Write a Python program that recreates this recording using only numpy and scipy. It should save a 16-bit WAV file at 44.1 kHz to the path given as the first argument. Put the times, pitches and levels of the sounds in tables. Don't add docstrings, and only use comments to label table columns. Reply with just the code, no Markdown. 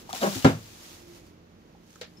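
import sys
import numpy as np
from scipy import signal
from scipy.fft import rfft, irfft, next_fast_len
from scipy.io import wavfile
from scipy.ndimage import map_coordinates

SR = 44100
rng = np.random.default_rng(int(sys.argv[2]) if len(sys.argv) > 2 else 0)


def boost(x):
    u = np.asarray(x, float) / 20
    return 10 ** u


def int16_out(signal):
    q = np.round(np.clip(np.atleast_2d(signal).T, -1, 1) * 32767)
    wavfile.write(sys.argv[1], SR, q.astype(np.int16))


N = 97020
T = np.arange(N) / SR


# f/Hz, level/dB, decay t60/s
BED_MODES = [(108.6, -18.5, 0.51), (153.9, -7, 0.22), (269.4, 2, 0.12), (331.5, -9, 0.13),
             (466.5, -29.5, 0.35), (528.6, -11.5, 0.12), (551, -9, 0.11), (774, -7.5, .14),
             (975, -48, 0.22), (987, -12, 0.11), (1354, -12, 0.13), (1636, -13, 0.13)]
# f/Hz, level/dB
CLATTER_COLOUR = [(60, -23), (140, -8.5), (500, -14), (1100, -25.5), (1850, -30), (2800, -31), (7000, -43),
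                  (15500, -72)]
# f/Hz, t60/s
CLATTER_DECAY = [(90, 0.39), (300, 0.17), (1500, 0.27), (5000, 0.2), (12000, 0.32)]
KNOCK_S = .4457


def bed_ring(start_s):
    out = np.zeros(N)
    for hz, db, t60 in BED_MODES:
        out += boost(db) * np.sin(2 * np.pi * hz * (T - start_s)) * dying(start_s, t60, 0.00094)
    return out


def knock():
    corner_lead_s, corner_db = 0.00258, -11
    body = boost(corner_db) * bed_ring(KNOCK_S) - bed_ring(KNOCK_S + corner_lead_s)
    crack = click(KNOCK_S + 0.00092, 0.0032)
    clatter = burst(KNOCK_S, CLATTER_COLOUR, CLATTER_DECAY, 0.001)
    return boost(-6.5) * body + boost(-2) * crack + boost(-11) * clatter


# t/s, slip rate f/Hz, level/dB, brightness level/dB
DRAG = [
    (.2, 225.1, -56, -12),
    (.222, 215.6, -30.5, 2.5),
    (.236, 196.3, -25.5, 6),
    (.255, 196.7, -32, 7),
    (.27, 194, -27.5, 3.5),
    (.29, 201.2, -32.5, -13.5),
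    (.335, 208, -41.5, -7),
    (.36, 206, -60, -6),
]
# f/Hz, width/Hz, level/dB
EDGE_MODES = [(182, 95, 0), (364, 23, 2), (557, 61, 1.5), (812, 64, -6.5), (954, 67, -8.5),
              (1620, 500, -12.5)]


def judder():
    jitter, scatter_db, grit, blunt_hz = .06, 1.8, .045, 2300
    turns = np.cumsum(curve(DRAG) * (1 + jitter * wobble(150))) / SR
    slips = np.diff(np.floor(turns), prepend=0) * boost(scatter_db * wobble(196.6))
    slips = slips + grit * rng.standard_normal(N)

    def edge_response(f):
        modes = [(-1) ** k * boost(db) * peak(f, hz, width) for k, (hz, width, db) in enumerate(EDGE_MODES)]
        return peak(f, 580, blunt_hz) * np.array(modes)

    parts = filtered(slips, edge_response)
    upper = unit(parts[1:].sum(axis=0)) * boost(curve(DRAG, index=3))
    touching = (T > DRAG[0][0]) * (T < DRAG[-1][0])
    return (unit(parts[0]) + upper) * boost(curve(DRAG, index=2)) * touching


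# t/s, click level/dB, body level/dB, body f/Hz, body t60/s
CONTACTS = [(0.079, -47.5, -52, 960, 0.034), (0.0918, -46, -35, 810, 0.049),
            (0.1061, -48, -41, 1200, 0.091), (.1298, -8, -29, 760, .07), (.146, -50, -36, 800, .04),
            (.154, -50, -37, 850, .04), (.165, -50, -42, 800, .05), (.131, -60, -40.5, 234, 0.14),
            (.2135, -31, -32.5, 3870, 0.045), (0.231, -23, -28, 2900, 0.045), (0.356, -55, -31, 261, 0.14),
            (.362, -62, -33.5, 110, 0.13), (0.423, -56, -37, 2900, 0.058), (1.749, -50, -51, 800, .05),
            (1.905, -46, -46, 6500, .015), (1.93, -44, -50, 6000, .015), (1.9575, -60, -45, 6800, .02),
            (1.957, -40, -47, 1300, .05), (2.0125, -27, -43, 480, .17), (1.959, -65, -47, 330, 0.054),
            (2.171, -70, -50, 167, 0.13)]


def taps(rows):
    out = np.zeros(N)
    for s, click_db, body_db, hz, t60 in rows:
        noise = rng.standard_normal(N)
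        rough = unit(filtered(noise, lambda f: peak(f, hz, hz / 2) * peak(f, hz, 0.71 * hz)))
        struck = 2 * np.sin(2 * np.pi * hz * (T - s)) * dying(s, t60, 0.00042)
        body = (0.65 * rough + struck) * dying(s, t60, 0.00081)
        out += boost(click_db) * click(s, .007) + boost(body_db) * body
    return out


# f/Hz, level/dB
RATTLE_COLOUR = [(200, -28), (480, -19), (900, -18.5), (1850, -9.5), (2500, -13), (3870, -9), (7000, -18.5),
                 (12000, -31)]
# f/Hz, t60/s
RATTLE_DECAY = [(300, .2), (2000, .2), (5000, .17), (10000, .08)]


def rattle():
    shiver_db = 1.2 * wobble(150)
    return boost(-37.5 + shiver_db) * burst(2.0122, RATTLE_COLOUR, RATTLE_DECAY, .0005)


def ping():
    hz, start_s, t60, rise_s = 5295, 2.168, .065, .009
    return boost(-43) * np.sin(2 * np.pi * hz * T) * dying(start_s, t60, rise_s)


# t/s, level/dB
RUB_LEVEL = [(0, -54.5), (.05, -62.5), (.088, -62.5), (.1, -49), (.128, -54), (.15, -40), (.2, -44.5),
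             (.235, -37.5), (.3, -43), (.35, -38.5), (.41, -46), (.44, -43), (.5, -48), (.6, -56.5),
             (.75, -55), (.95, -54), (1.05, -63.5), (1.15, -59.5)]
# t/s, level/dB
RUB_CHANGE = [
    (1.17, 0),
    (1.22, -7.5),
    (1.27, -5.5),
    (1.36, -20.5),
    (1.75, -18),
    (1.95, -4.5),
    (2.1, -12.5),
]
# f/Hz, level/dB
PAPER_COLOUR = [(250, -27), (500, -4), (1700, -6), (2900, -4), (6800, -4), (7900, -10), (12000, -12),
                (15500, -12.5)]


def rubbing():
    grain_db = 1.0 * wobble(25.63) + 1.48 * wobble(600)
    return hiss(PAPER_COLOUR) * boost(curve(RUB_LEVEL) + curve(RUB_CHANGE) + grain_db + 5.0)


# f/Hz, level/dB
AIR_COLOUR = [(25, -32), (45, -6), (130, -8.5), (500, -14), (680, -20), (6500, -36.5), (8200, -53),
              (15500, -45)]
# multiple of shaft rate, then level/dB at each of HUM_TIMES
MOTOR_ORDERS = [(1, -57, -57, -61, -61), (2, -61, -60, -63, -66), (4, -63, -61, -61, -54),
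                (5.25, -62, -59, -63, -62), (7, -66, -60, -67, -66), (8, -62, -54, -68, -70)]
HUM_TIMES = [.4, 1.1, 1.55, 2.201]


def room_tone():
    shaft_hz, drift_hz_per_s = 43.87, -0.3066
    turns = np.cumsum(shaft_hz + drift_hz_per_s * T + 0.29 * wobble(5.59)) / SR
    hum = np.zeros(N)
    for order, *levels in MOTOR_ORDERS:
        order_db = np.interp(T, HUM_TIMES, levels) + 2.2 * wobble(9.16)
        hum += boost(order_db) * np.sin(2 * np.pi * order * turns)
    air_db = -57 + 6 * np.exp(-T) + .7 * wobble(6)
    return hum + hiss(AIR_COLOUR) * boost(air_db)


# f/Hz, t60/s
ROOM_DECAY = [(150, 0.21), (1000, 0.084), (8000, 0.067)]


def room(x):
    hz, t, z = signal.stft(rng.standard_normal((2, SR // 2)), SR, nperseg=256)
    decay = boost(-60 * t / along(ROOM_DECAY, hz)[:, None])
    tail = signal.istft(z * decay, SR, nperseg=256)[1]
    delayed = np.pad(x, (300, 0))[None]
    return signal.fftconvolve(delayed, tail / np.linalg.norm(tail[0]), axes=1)[:, :N]


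def click(s, t60):
    kick = (np.arange(N) == round(s * SR)) + .3 * rng.standard_normal(N) * dying(s, t60, .0001)

    def bright(f):
        wide = peak(f, 3500, 3400)
        return 2 * wide * (0.12 + wide)

    return filtered(kick, bright)


def burst(s, spectrum, t60s, attack_s):
    hz, t, z = signal.stft(hiss(spectrum), SR, nperseg=256)
    decay = boost(-60 * np.maximum(t - s, 0) / along(t60s, hz)[:, None])
    tail = signal.istft(z * decay, SR, nperseg=256)[1][:, :N]
    return tail * (1 - np.exp(-np.maximum(T - s, 0) / attack_s))


# f/Hz, likeness 0-1
COHERENCE = [(60, 0.92), (400, 1), (900, 0.16), (2500, 0.18), (6000, 0), (14000, 1)]


def hiss(spectrum):
    closed = [(15, -120)] + list(spectrum)

    def mid_side(hz):
        angle = np.arccos(np.clip(along(COHERENCE, hz), -1, 1)) / 2
        return boost(along(closed, hz)) * [np.cos(angle), np.sin(angle)]

    mid, side = filtered(rng.standard_normal((2, N)), mid_side)
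    return unit(np.array([mid + side, mid - side]))


def dying(s, t60, attack_s):
    t = np.maximum(T - s, 0)
    return (1 - np.exp(-t / attack_s)) * boost(-60 * t / t60)


def peak(f, hz, width_hz):
    return 1j * f * width_hz / (hz * hz - f * f + 1j * f * width_hz)


def filtered(x, response):
    m = next_fast_len(N + SR // 2)
    return irfft(rfft(x, m) * response(np.fft.rfftfreq(m, 1 / SR)), m)[..., :N]


def placed(x, lag_s, pan_db):
    side = np.array([[.5], [-.5]])
    return filtered(x * boost(2 * side * pan_db), lambda f: np.exp(-2j * np.pi * f * side * lag_s))


def wobble(rate):
    return map_coordinates(rng.standard_normal(int(N * rate / SR) + 4), [T * rate])


def curve(rows, index=1):
    rows = np.transpose(rows)
    return np.interp(T, rows[0], rows[index])


def along(points, hz):
    f, v = np.transpose(points)
    return np.interp(np.log(hz + 1), np.log(f + 1), v)


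def unit(x):
    return x / np.sqrt(np.mean(x ** 2) + 1e-20)


def scene():
    early = taps([r for r in CONTACTS if r[0] < 1]) + judder()
    late = taps([r for r in CONTACTS if r[0] >= 1])
    moved = 1 / (1 + np.exp((0.8 - T) / 0.072))
    early_lag_s = -.00027
    near = placed(early + rubbing() * np.sqrt(1 - moved), early_lag_s, 1)
    near = near + placed(knock(), early_lag_s, 0.3)
    far = placed(rubbing() * np.sqrt(moved) + room_tone(), .00043, -1.2)
    settling = placed(late + rattle(), .00005, 0.23) + placed(ping(), 0, 4.0)
    return near + far + settling + boost(-12) * room(early + late)


def roll_off(x):
    return signal.sosfilt(signal.butter(12, 16600, fs=SR, output="sos"), x)


def record(dry):
    low_hz, top_hz = 51, 15700

    def band(f):
        treble_limit = np.clip((top_hz - f) / 120, .005, 1)
        return treble_limit * (1j * f / (low_hz + 1j * f)) ** 2

    mix = filtered(dry, band)
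    return roll_off(mix)


dry = scene()
out = record(dry)
int16_out(out)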